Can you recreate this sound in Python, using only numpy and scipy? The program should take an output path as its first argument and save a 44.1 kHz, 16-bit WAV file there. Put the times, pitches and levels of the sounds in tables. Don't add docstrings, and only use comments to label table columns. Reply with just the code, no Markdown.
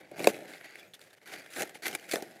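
import sys
import numpy as np
from scipy import signal
from scipy.fft import rfft, irfft, next_fast_len
from scipy.io import wavfile
from scipy.ndimage import uniform_filter1d

SR = 44100
rng = np.random.default_rng(int(sys.argv[2]) if len(sys.argv) > 2 else 0)


def dump(signal):
    limited = np.clip(np.atleast_2d(signal).T, -1, 1)
    pcm = np.round(limited * 32767).astype(np.int16)
    wavfile.write(sys.argv[1], SR, pcm)


def level_to_linear(level):
    exponent = np.asarray(level, float) / 20
    return 10 ** exponent


N = 105840

# time_s, effort_db, hollow_db, fizz_db
RUB_MOVES = [(0, -56.5, 1.5, -5.5), (.1, -67, 1.5, -24), (0.174, -52.5, 5, -2.5), (.33, -52, 6.5, 0.5),
             (.44, -57, 6, -5), (0.538, -53, -1.5, -8.5), (.595, -59, -3.5, -1.5), (.65, -54.5, -9.5, -9),
             (.84, -58.5, -2, -7), (.92, -78, 4.5, -3), (1.19, -76.5, -1, -5.5), (1.33, -48, -6.5, -7),
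             (1.5, -61, -3, -3), (1.66, -52, 0.5, -2), (1.81, -73.5, 6, -6.5), (1.97, -58, -1, -0.5),
             (2.2, -57, 5.5, -2.5), (2.4, -62.5, 4.5, -1.5)]
# start_s, length_s, first_db, last_db, hollow_db
LEAF_TEARS = [(0.11, 0.05, -63, -73, 14.5), (0.176, 0.081, -57, -49.5, 13.5), (0.281, 0.027, -41, -52, 8.5),
              (0.476, 0.087, -55.5, -60, -5), (0.64, 0.018, -53, -53, 0), (0.935, 0.011, -61, -56.5, -9.5),
              (1.001, 0.025, -65.5, -62.5, -19), (1.035, 0.018, -63, -67, -15),
              (1.128, 0.012, -58, -62.5, -2.5), (1.255, 0.055, -56, -56.5, -5),
              (1.313, 0.019, -52.5, -48, -3), (1.334, 0.027, -49, -57, -1), (1.379, .02, -57, -59, -1.5),
              (1.501, 0.057, -59, -51.5, -7.5), (1.558, 0.039, -49, -42.5, 3), (1.6, 0.013, -39, -43.5, 6),
              (1.62, 0.011, -44.5, -42.5, 7), (1.742, 0.032, -52, -59, -3.5), (1.82, 0.045, -49, -42, -4.5),
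              (1.853, 0.031, -46, -46, -11), (1.882, 0.039, -49, -54.5, 5), (1.928, 0.029, -51.5, -50, 4.5),
              (1.097, .012, -69, -68, -4), (0.772, 0.029, -62, -59, -3.5),
              (2.087, 0.029, -50.5, -58.5, -13), (2.11, 0.0078, -51, -43.5, -11),
              (2.12, 0.0074, -42.5, -46, -4), (2.144, 0.006, -52, -46, 0), (2.132, 0.0098, -39.5, -41, 6),
              (2.161, 0.052, -48, -65.5, 11.5), (2.22, 0.025, -52, -68, 8)]
# start_s, peak_db, hollow_db, fizz_db, blade_hz
LEAF_SNAPS = [(0.1141, -42, 17.5, 1.5, 2320), (0.1933, -26, 5.5, -0.5, 2300), (0.202, -25, 10.5, -8, 2610),
              (0.2225, -37.5, 12.5, -3, 2320), (.2432, -13.5, 2, -2, 2180), (0.3431, -29, 4, -11, 2350),
              (0.536, -29, -23, -14, 2170), (0.61, -31.5, -5.5, -11, 1730), (0.689, -55, -12, -10, 1720),
              (.7555, -28, -10.5, -8.5, 2000), (0.9358, -34, -13.5, -5, 3450),
              (1.3194, -37.5, -1, -11, 1695), (1.5628, -24.5, -4, -10, 1710), (1.6, -30, 12.5, -4, 2620),
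              (1.62, -19.5, -0.5, 5, 2490), (1.754, -30.5, 1.5, -6, 2150), (1.8228, -37, 2.5, -3, 1860),
              (1.8549, -18.5, -13, -14, 1890), (1.8662, -16.5, -5, -3, 1930), (1.8803, -28, 5, 13, 2210),
              (1.9279, -27, -1, -2, 1860), (1.9499, -16.5, -4, 3.5, 2290), (2.1567, -16.5, -1, 0, 1670),
              (2.2231, -35.5, 15.5, 11, 2010),
              (0.388, -41.5, 16, -12, 2290), (0.7074, -45, -15, 4, 2070), (.817, -53, -1.5, -10, 1990),
              (0.9926, -42.5, -16, 1.5, 1705), (1.014, -40.5, -17, 4, 3730), (1.13, -43, -3.5, -11, 1780),
              (1.1814, -44, -15, -10, 1780), (1.4604, -33, -11, -10, 1790), (1.6289, -30, 0, 3, 1880),
              (1.6934, -42, -9, 10.5, 2000), (1.996, -41, 4, 6.5, 2900), (2.0408, -37, -22, -1, 2080),
              (2.112, -23, -5, 5.5, 4550), (2.1346, -27, -17, -10, 1920), (1.149, -46, -5, -3, 2000)]
# start_s, peak_db, hollow_db, fizz_db, blade_hz
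MORE_SNAPS = [(.214, -33, 4, -6, 2500), (.293, -26, -8, -4, 2600), (.421, -41, 12, -8, 2300),
              (.83, -45, -5, -6, 2300), (.949, -39, -14.5, -2, 3500), (1.104, -48.5, -7, -8, 1775),
              (1.215, -43.5, -7.5, -9, 1800), (1.276, -37, -3, 1, 1700), (1.336, -28, -5, -6, 1810),
              (1.36, -40, -8, -4, 2000), (1.386, -37, -1, -3, 2060), (1.503, -49, -8, 8, 2000),
              (1.536, -34, -6, 3, 2400), (1.594, -26, -8, 2, 2540), (1.608, -30, 3, 7, 2200),
              (1.674, -38.5, -2, 1, 2000), (1.834, -32.5, -3, 2, 2000), (1.875, -35, -8, 9, 2000),
              (1.912, -34, -4, 6, 2300), (2.094, -32.5, -13, 0, 2000), (2.12, -29.5, -12, 11, 4530),
              (2.136, -22.5, 11.5, 1, 2080), (2.205, -40, 0, 2, 2000), (.318, -42, 7, -6, 2300),
              (.366, -48, 8, -8, 2300), (.455, -44, 6, 2, 2200), (.505, -42, 7, 1, 1900),
              (.575, -44, -4, -3, 2000), (.795, -43, -7, 6, 3450), (.941, -38, -14, 3, 3300),
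              (.953, -42, -14, 0, 3650), (1.647, -40, 2, -1, 2000), (1.788, -53, -3, 5, 2000),
              (1.108, -47, -10, -12, 3700)]
# pitch_hz, level_db, t60_s
HEAD_MODES = [(212, -19.5, 0.071), (335, -9, 0.052), (433, -6.5, 0.065), (556, 1, 0.037), (706, -5, 0.039),
              (896, -14.5, 0.041), (1072, -13.5, 0.034), (2000, -16, 0.0051), (2494, -6, 0.02),
              (3300, -3, 0.01), (4300, -9.5, .005)]
# start_s, length_s, pitch_hz, level_db
THIN_TONES = [
    (.665, .032, 6700, -69),
    (.785, .025, 3420, -56),
    (.775, .153, 13400, -78),
    (.865, .066, 6700, -78),
    (.775, .045, 8080, -75),
    (.934, .024, 3480, -59),
    (.936, .025, 13400, -72),
]
# pitch_hz, level_db
FIZZ_COLOUR = [(800, -16), (1400, 6.5), (2500, 3), (5000, -2), (8000, -1.5), (12000, -0.5), (15500, -4.5),
               (16000, -34)]
# pitch_hz, level_db
AIR_COLOUR = [(60, -23.5), (200, -16), (500, -1), (1100, -19), (1900, -9), (3500, -18.5), (13000, -26),
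              (16000, -35.5)]

BREAK_LEN = 2048
TICK_S, TICK_RISE_S, SNAP_TICK_S, SNAP_RISE_S = 0.0021, 0.0001, .0015, 0.00066
HOLLOW_HZ, HOLLOW_T60, PUSH_S = (276, 856.6), 0.03, 0.00034
DEEP_HZ, DEEP_DB = 199.5, -10.5
BLADE_HZ, BLADE_T60, EDGE_HZ, EDGE_DB = (1494, 2573), 0.0071, (2960, 4710), -18
SHEEN_HZ, SHEEN_T60, SHEEN_DB = (4500, 13000), .003, -7
CLUMP_DB, CLUMP_S, PATCH_S = 1, .006, .02
RUB_PER_S, RUB_SPREAD_DB, RUB_EVEN_S = 1900, 3.1, .03
TEAR_PER_S, TEAR_SPREAD_DB, TEAR_EVEN_S = 4000, 3.4, .009
TEAR_RISE_S, TEAR_TAIL_S, TEAR_FIZZ_DB = .002, .004, 7
STALK_S, STALK_DB, STALK_RISE_S, HEAD_LEAD_S = .2712, -6.5, 0.00064, .0011
STALK_CRACK_DB, STALK_CRACK_S, STALK_CRACK_RISE_S = -18, 0.0028, 0.0009
STALK_BODY_DB, STALK_BODY_HZ = -11, (700, 4830)
WAVER, FLUTTER_DB, FLUTTER_S = .05, 3, .003
AIR_DB, AIR_SWELL_DB, AIR_SWELL_S = -66.5, 4, 0.022
WIND_HZ, WIND_DB, GUST_DB, GUST_S = (57, 206), -72.5, 3, 0.073
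LOW_CUT_HZ, TOP_HZ = 99.6, 15900


def evened(x):
    return x / np.sqrt(np.mean(x ** 2) + 1e-20)


def unit(x):
    return x / np.linalg.norm(x)


def smoothed(x, span):
    return uniform_filter1d(uniform_filter1d(x, span), span)


def slow(s):
    return evened(smoothed(rng.standard_normal(N), round(s * SR)))


def add(mix, s, sound):
    part = mix[..., round(s * SR):][..., :sound.shape[-1]]
    part += sound[..., :part.shape[-1]]


def coloured(x, points):
    f, level = np.transpose(points)
    hz = np.fft.rfftfreq(len(x), 1 / SR)
    gain = level_to_linear(np.interp(np.log(hz + 1), np.log(f), level))
    return irfft(rfft(x) * gain, len(x))


def between(edges, v):
    return edges[0] * (edges[1] / edges[0]) ** v


def ring(hz, t60, t):
    return np.sin(2 * np.pi * hz * t) * level_to_linear(-60 * t / t60)


def struck(body, blow):
    return unit(signal.fftconvolve(blow, np.diff(body, prepend=0))[:BREAK_LEN])


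def leaf_break(tick_s, rise_s, blade_hz=None):
    t, u = np.arange(BREAK_LEN) / SR, rng.random(12)
    decay_s = tick_s * (1.01 + 0.76 * u[0])
    puff = rng.standard_normal(BREAK_LEN) * (1 - np.exp(-t / rise_s)) * np.exp(-t / decay_s)

    hollow = sum((-1) ** k * ring(between(HOLLOW_HZ, (k + u[8 + k]) / 4), HOLLOW_T60, t) for k in range(4))
    hollow = hollow + level_to_linear(DEEP_DB) * ring(DEEP_HZ * (.8 + 0.44 * u[1]), HOLLOW_T60 * 2, t)
    push = np.sign(u[7] - .5) * t * np.exp(-t / PUSH_S)

    blade = ring(blade_hz or between(BLADE_HZ, u[3]), BLADE_T60, t)
    blade = blade - .5 * ring(between(BLADE_HZ, u[4]), BLADE_T60, t)
    blade = blade + level_to_linear(EDGE_DB) * ring(between(EDGE_HZ, u[5]), BLADE_T60, t)

    sheen = struck(ring(between(SHEEN_HZ, u[6]), SHEEN_T60, t), puff)
    fizz = unit(unit(puff) + level_to_linear(SHEEN_DB) * sheen)
    return np.array([struck(hollow, unit(push) + unit(puff)), struck(blade, puff), fizz])


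def crackle(per_s, spread_db, even_s, count=30):
    size = level_to_linear(spread_db * np.minimum(rng.exponential(1, N), 4))
    size = size * (rng.random(N) < per_s / SR)
    size = size * level_to_linear(CLUMP_DB * slow(CLUMP_S))
    pace = smoothed(size ** 2, round(even_s * SR))
    size = size / np.sqrt(abs(pace) + 1e-4)
    moved = (np.arange(N) / SR / PATCH_S).astype(int)
    patch = (rng.integers(0, 9, N) + moved) % count
    return [(size * (patch == k), leaf_break(TICK_S, TICK_RISE_S)) for k in range(count)]


def sounded(patches, gains):
    size = next_fast_len(N + BREAK_LEN)
    total = sum(rfft(train * gains, size) * rfft(shape, size) for train, shape in patches)
    return irfft(total, size)[:, :N]


def rub_gains():
    times, *columns = np.transpose(RUB_MOVES)
    effort, hollow, fizz = [np.interp(np.arange(N) / SR, times, c) for c in columns]
    return level_to_linear([effort + hollow, effort, effort + fizz])


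def rubbing():
    return sounded(crackle(RUB_PER_S, RUB_SPREAD_DB, RUB_EVEN_S), rub_gains())


def field_air():
    hiss = evened(coloured(rng.standard_normal(N), AIR_COLOUR))
    return hiss * level_to_linear(AIR_DB + AIR_SWELL_DB * slow(AIR_SWELL_S))


def wind():
    band = signal.butter(2, WIND_HZ, "band", fs=SR, output="sos")
    low = signal.sosfilt(band, rng.standard_normal(N))
    return evened(low) * level_to_linear(WIND_DB + GUST_DB * slow(GUST_S))


def tears():
    gains = np.zeros((3, N))
    for start, length, first_db, last_db, hollow_db in LEAF_TEARS:
        t = np.arange(0, length + .03, 1 / SR)
        shape = np.minimum(t / TEAR_RISE_S, 1) * np.exp(-np.maximum(t - length, 0) / TEAR_TAIL_S)
        shape = shape * level_to_linear(first_db + (last_db - first_db) * t / length)
        add(gains, start, shape * level_to_linear([[hollow_db], [0], [0]]))
    rub = rub_gains()
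    gains[2] *= rub[2] / rub[1] * level_to_linear(TEAR_FIZZ_DB)
    return sounded(crackle(TEAR_PER_S, TEAR_SPREAD_DB, TEAR_EVEN_S), gains)


def snaps(rows):
    out = np.zeros((3, N))
    for s, peak_db, hollow_db, fizz_db, hz in rows:
        layers = leaf_break(SNAP_TICK_S, SNAP_RISE_S, hz) * level_to_linear([[hollow_db], [0], [fizz_db]])
        add(out, s, layers * level_to_linear(peak_db + 7))
    return out


def stalk():
    t, out = np.arange(6000) / SR, np.zeros((3, N))
    head = sum((-1) ** k * level_to_linear(db) * ring(hz, t60, t + HEAD_LEAD_S)
               for k, (hz, db, t60) in enumerate(HEAD_MODES))
    head = head * (1 - np.exp(-t / STALK_RISE_S))
    crack = rng.standard_normal(len(t)) * np.exp(-t / STALK_CRACK_S)
    crack = crack * np.minimum(t / STALK_CRACK_RISE_S, 1)
    body = signal.lfilter(*signal.butter(1, STALK_BODY_HZ, "band", fs=SR), crack)
    layers = [level_to_linear(STALK_DB) * head, level_to_linear(STALK_BODY_DB) * body, level_to_linear(STALK_CRACK_DB) * crack]
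    add(out, STALK_S, np.array(layers))
    return out


def thin_tones():
    out, flutter = np.zeros(N), level_to_linear(FLUTTER_DB * slow(FLUTTER_S))
    for start, length, hz, db in THIN_TONES:
        t = np.arange(0, length, 1 / SR)
        waver = WAVER * uniform_filter1d(rng.standard_normal(len(t)), 150)
        phase = 2 * np.pi * np.cumsum(hz * (1 + waver)) / SR
        swell = np.sin(np.pi * t / length) ** 0.4
        add(out, start, level_to_linear(db) * np.sqrt(2) * swell * np.sin(phase))
    return out * flutter


def scene():
    background = field_air() + wind()
    leaves = rubbing() + tears() + snaps(LEAF_SNAPS) + snaps(MORE_SNAPS) + stalk()
    hollow, blade, fizz = leaves
    return (hollow + blade + coloured(fizz, FIZZ_COLOUR) + thin_tones() + background)[None]


def band_limit(x):
    return signal.sosfilt(signal.butter(12, 16620, fs=SR, output="sos"), x)


def record(dry):
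    low_cut = signal.butter(4, LOW_CUT_HZ, "high", fs=SR, output="sos")
    top_cut = signal.firwin(255, TOP_HZ, window=("kaiser", 5), fs=SR)
    mix = signal.oaconvolve(signal.sosfilt(low_cut, dry), top_cut[None], "same")
    return band_limit(mix)


dry = scene()
out = record(dry)
dump(out)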